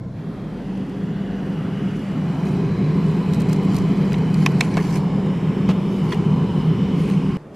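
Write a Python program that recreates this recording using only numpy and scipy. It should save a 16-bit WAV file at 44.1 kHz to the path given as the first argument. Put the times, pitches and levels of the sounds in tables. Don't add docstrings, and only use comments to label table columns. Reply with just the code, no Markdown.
import sys
import numpy as np
from scipy import signal
from scipy.fft import rfft, irfft
from scipy.io import wavfile
from scipy.ndimage import uniform_filter1d

SR = 44100
rng = np.random.default_rng(int(sys.argv[2]) if len(sys.argv) > 2 else 0)


def unload_audio(sound):
    columns = np.transpose(np.atleast_2d(sound))
    steps = np.round(np.clip(columns, -1, 1) * 32767)
    wavfile.write(sys.argv[1], SR, steps.astype(np.int16))


def gain_from_db(level_db):
    decades = np.asarray(level_db, float) / 20
    return 10 ** decades


N = 333372
CUT_IN_S, CUT_OUT_S = 0.167, 7.3705

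# time_s, nearness_to_fan_db, grille_whistle_db
APPROACH = [(.16, -12.5, -10), (.36, -9.5, -10.5), (.76, -6.5, 5), (1.28, -6, 9), (2.05, -3.5, 10),
            (2.4, -2, 12), (2.85, 1, 3), (3.13, 0, 10), (3.5, 1.5, 9.5), (4.4, .5, 16), (4.86, -0.5, 5),
            (5.15, -1, 7), (5.56, 0.5, 7), (5.92, -1, 16.5), (6.2, 0, 11), (6.87, 1, 13), (7.2, .5, 7),
            (7.37, -1, 7)]
# time_s, stance (0 at the door, 1 deep inside, 2 behind the carton)
STANCE = [
    (0, 0),
    (1.2, .12),
    (2.1, .35),
    (2.5, 1),
    (4.5, 1),
    (5.1, 2),
    (7.4, 2),
]


def evened(x):
    return x / np.sqrt(np.mean(np.atleast_2d(x)[0] ** 2) + 1e-20)


def read(points, hz):
    point_hz, value = np.transpose(points)
    return np.interp(np.log(np.minimum(hz, 12500) + 1), np.log(point_hz + 1), value)


def peak(hz, centre_hz, width_hz):
    return 1 / (1 + (2 * (hz - centre_hz) / width_hz) ** 2)


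def band(x, centre_hz, width_hz, order=2):
    edges_hz = np.clip([centre_hz - width_hz / 2, centre_hz + width_hz / 2], 30, SR / 2 - 500)
    return signal.sosfilt(signal.butter(order, edges_hz, "band", fs=SR, output="sos"), x)


def wander(rate_hz):
    t = np.arange(N) / SR
    rates_hz = rate_hz * np.geomspace(.05, 1, 12)
    return evened(sum(np.sin(2 * np.pi * (f * t + rng.random())) / np.sqrt(f) for f in rates_hz))


def control(t, order, table=APPROACH):
    rows = np.array(table)
    return np.interp(t, rows[:, 0], rows[:, order])


def air(colour_db, size, patchy_db, count=12):
    # hz, side_minus_mid_db
    width_db = [(40, -26), (65, -20), (110, -36), (200, -24.5), (380, -18), (700, -16.5), (1290, -18),
                (2380, -18), (4400, -10), (8120, -6.5), (15000, 7)]
    hz = np.fft.rfftfreq(size, 1 / SR)[:, None]
    t = np.arange(4 * N // size + 5) * size / 4 / SR
    a, b, c, d, patches = rng.standard_normal((len(t), len(hz), 5)).T
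    patches = uniform_filter1d(patches, size=4, axis=0)
    patches = evened(uniform_filter1d(patches, size=count, axis=1).ravel()).reshape(a.shape)
    height = gain_from_db(colour_db(hz, t) + 0 * t)
    height = height / np.linalg.norm(height, axis=0) * gain_from_db(patchy_db * patches)
    z = np.array([a + 1j * b, gain_from_db(read(width_db, hz)) * (c + 1j * d)]) * height
    return evened(signal.istft(z, nperseg=size, noverlap=3 * size // 4)[1][:, :N])


def burst(noise, ms, rise):
    u = np.arange(noise.shape[-1]) / SR / (abs(ms) / 1000)
    return noise * (1 - np.exp(-u / rise)) * np.exp(-u ** 2 * 1.86)


def add(out, s, mid, side, db):
    part = out[:, round((s - .001) * SR):][:, :len(mid)]
    part += np.array([mid, side]) * gain_from_db(db) / np.abs(mid).max()


def kitchen():
    # hz, level_db_per_hz
    before_colour = [(25, -34), (45, -14), (85, -12), (118, 0), (145, -13), (175, -3.5), (260, -16),
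                     (400, -19.5), (600, -20), (1000, -33.5), (2000, -45), (4000, -51), (8000, -64),
                     (12500, -73)]
    # hz, level_db_per_hz
    after_colour = [(25, -35), (45, -15), (100, -17), (150, 1.5), (250, -7.5), (400, -8.5), (500, -12.5),
                    (700, -17), (1000, -22.5), (2000, -32.5), (4000, -44), (8000, -52.5), (12500, -59)]
    before = gain_from_db(-31.5) * air(lambda hz, t: read(before_colour, hz), size=2048, patchy_db=3.0)
    after = gain_from_db(-37.5) * air(lambda hz, t: read(after_colour, hz), size=2048, patchy_db=1.5)
    hum_hz, hum_db = 147, -45
    hum = gain_from_db(hum_db) * np.sqrt(2) * np.sin(2 * np.pi * hum_hz * np.arange(N) / SR)
    return before, after + hum * np.array([[1], [0]])


def puff():
    start_s, end_s, level_db = 3.71, 3.92, -33
    u = np.clip((np.arange(N) / SR - start_s) / (end_s - start_s), 0, 1)
    flutter = evened(band(rng.standard_normal(N), 80, 100))
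    return gain_from_db(level_db) * np.sin(np.pi * u) * flutter * np.array([[0], [1]])


def slides():
    # peak_s, rise_s, fall_s, level_db
    strokes = [(.18, 0.11, 0.043, -66), (1.53, .1, 0.082, -60), (2., .3, 0.25, -55.5),
               (2.47, .15, 0.17, -50), (3.1, 0.14, 0.34, -53), (3.35, 0.038, 0.044, -50),
               (3.42, .04, .05, -54), (3.52, 0.036, 0.034, -45), (3.76, 0.13, 0.079, -47.5),
               (4.11, 0.43, .12, -51), (4.43, 0.14, 0.15, -46), (4.63, 0.043, 0.084, -42),
               (4.82, 0.1, 0.06, -46), (4.89, .09, .07, -43.5), (4.96, 0.054, 0.033, -40),
               (5.3, .15, .12, -65), (5.7, 0.024, .05, -51), (5.95, 0.13, .1, -53),
               (6.12, 0.12, 0.072, -46), (6.3, .1, 0.23, -62), (6.6, 0.058, .06, -53.5),
               (7., 0.035, .08, -48), (7.1, 0.091, 0.079, -47), (7.28, 0.092, .15, -58),
               (7.4, .03, .03, -67), (7.548, .012, .03, -54)]
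    # hz, level_db_per_hz
    hiss_colour = [(880, -42), (1500, -2), (1610, -2.5), (1760, -6), (2220, 0), (3390, -15.5), (4510, -9.5),
                   (4880, -10.5), (6600, -15), (12500, -23.5), (16200, -53.5), (22000, -120)]
    fall_db, grit_db = -9, 2.2
    t = np.arange(N) / SR
    power = 0
    for peak_s, rise_s, fall_s, db in strokes:
        away = abs(t - peak_s) / np.where(t < peak_s, rise_s, fall_s)
        same_side_of_cut = (t < CUT_OUT_S) == (peak_s < CUT_OUT_S)
        power = power + gain_from_db(2 * (db + fall_db * away)) * same_side_of_cut
    grit = uniform_filter1d(rng.standard_normal(N), size=120) * np.sqrt(120)
    hiss = air(lambda hz, t: read(hiss_colour, hz), size=256, patchy_db=3.0, count=30)
    return np.sqrt(power) * gain_from_db(2.0 + grit_db * grit) * hiss * gain_from_db([[0], [3.]])


def snaps():
    # start_s, level_db, pan_db
    film_snaps = [(1.9937, -39, -1), (3.3169, -45, -8), (3.3353, -26.5, -9), (3.345, -31, -.6),
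                  (3.3995, -36, 3), (3.4054, -30, 0), (3.418, -31, -7), (3.4876, -34, 0), (3.497, -32, 7),
                  (3.529, -24.5, -2), (3.5618, -37, 3), (3.631, -41, 5), (3.6501, -38, 2),
                  (3.7209, -39, -1.1), (3.7353, -38, -1.1), (3.7456, -30, -1), (3.7544, -29, 1.1),
                  (3.765, -25.5, 0), (3.7852, -28, .6), (3.8204, -41, -1.1), (4.13, -33, 2.1),
                  (4.183, -37, -4), (4.343, -25, 2.1), (4.3814, -38, -2), (4.742, -35, 1.1),
                  (4.956, -31, -1), (6.1055, -48, -4.5), (6.1452, -33, 4)]
    ticks_s = (.7751, .8939, 1.034, 2.1144, 2.716, 3.065, 3.4694, 5.2602, 5.472, 5.961, 6.587)
    # hz, half_lag_rad
    port_lag = [(3000, 0.15), (8000, 0.57), (10600, 1.17), (12500, 0.74)]
    fold_hz, fold_ms = (4030, 5930), (3.5, 7.5)
    out = np.zeros((2, N))
    rows = list(film_snaps) + [(s, -46, 0) for s in ticks_s]
    chances, noises = rng.random((len(rows), 2)), rng.standard_normal((len(rows), 2, 2048))
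    for (s, db, pan_db), (fold, span), noise in zip(rows, chances, noises):
        ring_hz = np.interp(fold ** 2, (0, 1), fold_hz)
        cracks = burst(noise, np.interp(span, (0, 1), fold_ms), rise=0.83)
        mid, side = 1.1 * band(cracks, 5500, 13000) + 0.98 * band(cracks, ring_hz, 0.25 * ring_hz)
        lag_rad, z = read(port_lag, np.fft.rfftfreq(2048, 1 / SR)), rfft(mid)
        mid = irfft(z * np.cos(lag_rad))
        across = irfft(z * np.sin(lag_rad) * -1j)
        side = np.tanh(pan_db / 17.4) * mid + across + .3 * band(side, 11000, 10000, order=1)
        add(out, s, mid, side, db - 0.5)
    return out


def rings():
    # start_s, level_db, ring_hz, length_ms
    blow_rings = [(4.4628, -16, 1080, 7), (4.4628, -20, 1680, 3.5), (4.463, -24, 780, 5.8),
                  (4.4637, -9, 2470, 4), (4.4625, -18, 2150, 2.5), (4.467, -21, 2000, 3.3),
                  (4.470, -29, 2950, 4), (4.4635, -22, 3040, 4.7), (4.4625, -20, 3680, 3.3),
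                  (4.463, -28, 5220, 4), (4.4641, -24, 5900, 2.6), (4.6083, -20.5, 1050, 7),
                  (4.6095, -20, 1530, 5), (4.6083, -13.5, 1900, 4.4), (4.611, -10.5, 2410, 2.9),
                  (4.6135, -20, 2300, 2.1), (4.6085, -20, 3630, 4), (4.610, -19.5, 4160, 5),
                  (4.608, -22, 5280, 3), (4.610, -26, 6390, 4.9), (4.609, -26, 7400, 3.3),
                  (4.609, -27, 7900, 4.9), (4.7706, -22.5, 1060, 7.9), (4.7705, -27, 2200, 4),
                  (4.7765, -27, 2300, 4), (4.787, -27, 1150, 9), (4.774, -28, 1600, 3.6),
                  (4.7785, -31, 2620, 3.7), (4.779, -29, 1750, 4.4), (4.788, -33, 2250, 6),
                  (5.689, -28, 2150, 4), (5.692, -31, 1060, 9), (6.123, -23, 1890, 4),
                  (6.124, -27, 1350, 5), (6.13, -24, 400, 12), (6.1235, -30, 3400, 3.4),
                  (6.126, -30, 4350, 3.5), (6.126, -30, 3340, 7), (6.132, -27, 1940, 5.4),
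                  (6.122, -28, 980, 12)]
    # start_s, level_db, ring_hz, length_ms
    more_blow_rings = [(4.121, -33, 1500, 4), (4.1225, -32, 2900, 4), (4.1315, -36, 4800, 4),
                       (4.132, -35, 2500, 4), (4.1415, -28, 2020, 4), (4.145, -28, 2680, 4),
                       (4.142, -33, 3750, 4), (4.145, -30, 880, 5), (4.741, -37, 5900, 5), (4.741, -34, 2300, 5),
                       (4.7632, -35, 2250, 4), (5.681, -35, 3100, 5), (4.181, -37, 2150, 6),
                       (4.7702, -30, 3800, 2.5), (4.7702, -32, 4600, 2.5), (4.7702, -31, 3000, 2.5),
                       (4.7702, -35, 5600, 2), (4.7702, -35, 6500, 2), (4.7702, -35, 7600, 2.5),
                       (4.7745, -38, 4300, 5), (4.7745, -41, 5800, 3), (4.779, -38, 3600, 4),
                       (4.7705, -28, 1500, 3), (4.778, -27, 900, 5), (4.792, -33, 1800, 6), (4.801, -33, 2100, 5),
                       (4.809, -31, 1050, 8), (6.106, -35, 2900, 5), (6.107, -38, 4500, 5),
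                       (6.132, -29, 1000, 12), (6.147, -35, 2850, 8), (6.15, -31, 750, 12), (6.168, -32, 1150, 8)]
    out, t = np.zeros((2, N)), np.arange(2048) / SR
    for s, db, hz, ms in list(blow_rings) + list(more_blow_rings):
        ring = burst(np.sin(2 * np.pi * hz * t), ms, rise=0.24)
        add(out, s, ring, .25 * np.sqrt(1000 / hz) * np.roll(ring, shift=10), db)
    return out


def knocks():
    # start_s, level_db, ring_hz, treble_rel_db, length_ms
    hits = [(4.12, -30, 2200, -12, 5.8), (4.141, -28, 2260, -18, 7.5), (4.4625, -14, 2300, 2, 2.4),
            (4.4634, -20, 1800, -2, 4.6), (4.608, -11, 2280, -8, 6.2), (4.7708, -25, 1560, -4, 2.7),
            (4.7745, -25, 1300, -12, 9), (5.6898, -28, 1800, -20, 2.8), (5.69, -18.5, 2200, -20, 18),
            (5.703, -21, 2500, -16, 20), (6.123, -25, 1870, -10, 8), (6.1328, -26, 1900, -18, 7.2),
            (4.773, -24, 2300, -16, 8), (4.786, -29, 1700, -18, 12), (4.799, -32, 1900, -18, 14),
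            (4.467, -26, 1500, -14, 9), (6.126, -29, 2700, -8, 12), (4.619, -30, 2100, -12, 16),
            (4.637, -33, 2300, -12, 20), (4.776, -27, 1700, -14, 6), (5.709, -29, 1100, -14, 10)]
    body_db, body_db_per_doubling = -8, 7.5
    out = np.zeros((2, N))
    for (s, db, hz, high_db, ms), noise in zip(hits, rng.standard_normal((len(hits), 2, 4096))):
        low_db = body_db + body_db_per_doubling * np.log2(ms / 4)
        grains = noise * np.sqrt(np.abs(noise))
        cracks = burst(grains, ms, rise=0.57)
        panel = band(cracks, hz, 850) + 0.19 * band(cracks, 1.65 * hz, 600) + 0.5 * band(cracks, 2200, 2700)
        slow = burst(grains, 1.3 * ms, rise=0.028)
        body = evened(band(slow, 1030, 820) + (ms / 4.8) ** 2 * band(slow, 570, 990))
        edge = .5 * band(burst(noise, 0.5 * ms, rise=0.32), 6900, 10300) + band(cracks, 5200, 1470)
        hit = evened(panel) * gain_from_db([[0], [-23]])
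        hit = hit + body * gain_from_db([[low_db], [low_db - 14]])
        hit = hit + evened(edge) * gain_from_db([[high_db], [high_db - 8]])
        add(out, s, *hit, db)
    t = np.arange(4096) / SR
    walls = band(rng.standard_normal((2, 4096)), 1560, 2700, order=1) * gain_from_db(-60 * t / 0.028) * (t > .003)
    walls = walls / np.linalg.norm(walls[0])
    rung = rings()
    answer = signal.oaconvolve(out + .3 * rung, walls, axes=1)[:, :N]
    return out + rung + gain_from_db(-13.5) * answer


def thuds():
    # start_s, level_db, ring_hz, t60_s
    thumps = [(3.9, -9.5, 182, 0.065), (4.773, -15, 350, 0.014), (4.7712, -21, 705, 0.037),
              (4.775, -22, 420, .04), (4.609, -24, 730, 0.039), (5.69, -7.5, 182, 0.06),
              (6.2, -20, 320, .05), (4.776, -13, 180, 0.037), (6.6, -18, 190, 0.063),
              (5.69, -19, 465, 0.032)]
    out, t = np.zeros((2, N)), np.arange(4096) / SR
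    for s, db, hz, t60_s in thumps:
        ring = (1 - np.exp(-t * hz * 2.7)) * gain_from_db(-60 * t / t60_s) * np.sin(2 * np.pi * hz * t)
        add(out, s, ring, .04 * ring, db)
    return out


def motor():
    shaft_hz, blades, mains_hz = 48.45, 4, 118.
    # level_when_nearest_db, share_of_nearness, wavering_db
    tones = [
        (-25, 1.08, 1.3),
        (-39, 0.28, 2.5),
        (-49, 0.27, 2.),
    ]
    # time_s, width_s, level_db
    sways = [(.6, .17, 6), (1.33, .17, 7), (3.55, .12, 6), (3.9, .15, 7), (5.1, .12, 4), (7.3, .08, 5)]
    t = np.arange(N) / SR
    turns = np.cumsum(shaft_hz * (1 + 0.0015 * wander(3.048))) / SR
    phases = 2 * np.pi * np.array([blades * turns, mains_hz * t, turns])
    levels = gain_from_db([db + share * control(t, order=1) + waver_db * wander(6.) for db, share, waver_db in tones])
    sway_db = sum(db * np.exp(-((t - s) / width_s) ** 2) for s, width_s, db in sways)
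    levels = levels * gain_from_db(np.outer([0, 0, 1], sway_db))
    return np.sqrt(2) * (levels * np.sin(phases)).sum(axis=0) * np.array([[1], [.03]])


def boom_db(hz, t):
    # hz, width_hz, door_db, inside_db
    modes = [(52, 14, -23, -28), (96, 50, -23, -17), (116.5, 9.2, -12, -11.5), (160, 26, -5.5, 1.5),
             (190.5, 23, -5.5, -7.5), (215.3, 30.4, -11, -9), (259.2, 31.7, -11.5, -10.5),
             (295.6, 46, -14, -16), (359, 35, -18.5, -14), (398, 18, -22, -12.5), (408, 9, -13, -20),
             (435, 22.6, -28.5, -16), (478.5, 24.3, -23, -20.5), (516, 13.7, -24.5, -26.5)]
    inside = np.minimum(control(t, order=1, table=STANCE), 1)
    power = sum(gain_from_db(2 * (door + (deep - door) * inside)) * peak(hz, f, w) ** 1.81 for f, w, door, deep in modes)
    return 10 * np.log10(power)


def rush_db(hz, t):
    # hz, level_db_per_hz
    door_colour = [(310, -39), (520, 2.5), (610, -9.5), (725, -5), (1220, -10.5), (1550, -15.5),
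                   (2970, -20), (4260, -25.5), (12500, -46.5), (16200, -86.5), (22000, -120)]
    # hz, level_db_per_hz
    inside_colour = [(310, -27), (520, -1), (755, -3.5), (1070, -2), (1860, -17), (2100, -14.5),
                     (2970, -19), (3490, -18), (5060, -28.5), (12500, -47), (16200, -72), (22000, -120)]
    # hz, width_hz, door_db, inside_db, behind_carton_db
    shelf_waves = [(702, 65, 4.5, 5.5, -1), (875, 100, -0.5, 6, 2.5), (1028, 87, -0.5, 6, 5),
                   (1625, 260, 5, 2, -0.5), (1900, 200, 4.5, 4.5, 0), (2200, 290, -0.5, 5.5, 4.5),
                   (2500, 87, -0.5, 8, 1.5), (2700, 150, 0, -3, 0), (3330, 200, 3, 1, 0),
                   (3680, 300, -1, -4.5, -0.5), (4020, 290, -3, 8.5, -2), (4720, 250, 2, 4.5, -6),
                   (5040, 320, -2.5, 1, 6.5), (5600, 220, -1, 6.5, 3), (6400, 250, -3.5, 3, -2),
                   (7570, 500, -1, 7.5, 5), (8160, 250, 1, 4, 4.5), (11200, 900, 7.5, 8, 5.5)]
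    bright = (.05, 0.52, 0.52)
    grille_hz, grille_width_hz = (2900, 3030, 2990), 170
    stance = control(t, order=1, table=STANCE)
    inside = np.clip(np.interp(stance, range(3), bright), 0, 1)
    waves = sum(peak(hz, f, w) * np.interp(stance, range(3), dbs) for f, w, *dbs in shelf_waves)
    whistle = peak(hz, np.interp(stance, range(3), grille_hz), grille_width_hz) * control(t, order=2)
    return (1 - inside) * read(door_colour, hz) + inside * read(inside_colour, hz) + waves + whistle


def fan():
    lull_s, lull_width_s, lull_db = 2.06, .03, -9
    t = np.arange(N) / SR
    near_db = control(t, order=1)
    node_db = lull_db * np.exp(-((t - lull_s) / lull_width_s) ** 2)
    boom = gain_from_db(-19.5 + near_db + node_db) * air(boom_db, size=4096, patchy_db=0.72)
    return boom + gain_from_db(-36 + 0.69 * near_db) * air(rush_db, size=512, patchy_db=1.81, count=120)


def scene():
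    t = np.arange(N) / SR
    before, after = kitchen()
    opened = np.pi / 2 * np.clip((t - CUT_IN_S) / 0.12 + .5, 0, 1)
    freezer = np.cos(opened) * before + np.sin(opened) * fan() + motor()
    handling = slides()
    freezer = freezer + snaps() + knocks() + thuds() + puff()
    mid, side = np.where(t < CUT_OUT_S, freezer, after) + handling
    return np.array([mid + side, mid - side]) * gain_from_db([[-.1], [.1]])


def narrowed(side):
    # hz, share_of_blocks_lost
    lost_share = [(40, .5), (120, .35), (200, 0), (800, 0.01), (1100, .25), (1500, 0.4), (2400, 0.78),
                  (3300, 0.4), (4500, 0.62), (6200, 0.4), (7200, .03), (9000, 0)]
    hz, t, z = signal.stft(side, SR, nperseg=512)
    blocks = rng.standard_normal((len(t) // 4 + 1, len(hz) // 6 + 1))
    blocks = uniform_filter1d(blocks, size=4, axis=0) * 2
    spread = np.kron(blocks, np.ones((4, 6)))[:len(t), :len(hz)].T
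    chance = .5 + .5 * np.tanh(.85 * spread)
    strength = np.abs(z[20:90]).sum(axis=0)
    steady = strength < 2.5 * np.median(strength)
    lost = (chance < read(lost_share, hz)[:, None]) & (t > .5) & (t < CUT_OUT_S) & steady
    return signal.istft(z * ~lost, SR, nperseg=512)[1][:N]


def masked(x):
    # hz, bar_over_running_level_db, gain_db
    top_band = [(11800, -12, 0), (12500, -8, 0), (12900, -4, -1), (13050, 4, -5), (13300, 0, -4),
                (13900, -1.5, -4), (14450, .5, -6), (14700, 5.5, -9), (15300, 10, -12), (15800, 15, -15)]
    top_from_hz, hum_share, treble_share, chance_db = 11800, .4, .35, 3.
    hz, t, z = signal.stft(x, SR, nperseg=512)
    bar_hz, bar_db, gain_db = np.transpose(top_band)
    power = uniform_filter1d((abs(z) ** 2).mean(axis=0), size=12, axis=0)
    level_db = 10 * np.log10(uniform_filter1d(power, size=3, axis=1) + 1e-20)
    hum_power = (abs(z[:, :8]) ** 2).sum(axis=(0, 1))
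    hum_db = 10 * np.log10(uniform_filter1d(hum_power, size=60) + 1e-20)
    chance = uniform_filter1d(rng.standard_normal((len(t), len(hz))), size=7, axis=0)
    chance = uniform_filter1d(chance, size=5, axis=1).T
    spells = uniform_filter1d(rng.standard_normal(len(t)), size=16) * 4
    running_db = uniform_filter1d(level_db, size=34, axis=1)
    treble_db = np.maximum(running_db - np.median(running_db, axis=1)[:, None], -2)
    over_db = level_db - running_db - hum_share * (hum_db - np.median(hum_db)) - treble_share * treble_db
    over_db = over_db + chance_db * (chance / chance.std() + spells) / np.sqrt(2)
    kept = (over_db > np.interp(hz, bar_hz, bar_db)[:, None]) | (hz < top_from_hz)[:, None]
    gain = gain_from_db(np.interp(hz, bar_hz, gain_db))[:, None]
    return signal.istft(z * kept * gain, SR, nperseg=512)[1][:, :N]


def top_cut(x):
    return signal.sosfilt(signal.butter(12, 15740, fs=SR, output="sos"), x)


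def record(dry):
    mid, side = dry.mean(axis=0), narrowed((dry[0] - dry[1]) / 2)
    mix = masked(np.array([mid + side, mid - side]))
    return top_cut(mix)


dry = scene()
out = record(dry)
unload_audio(out)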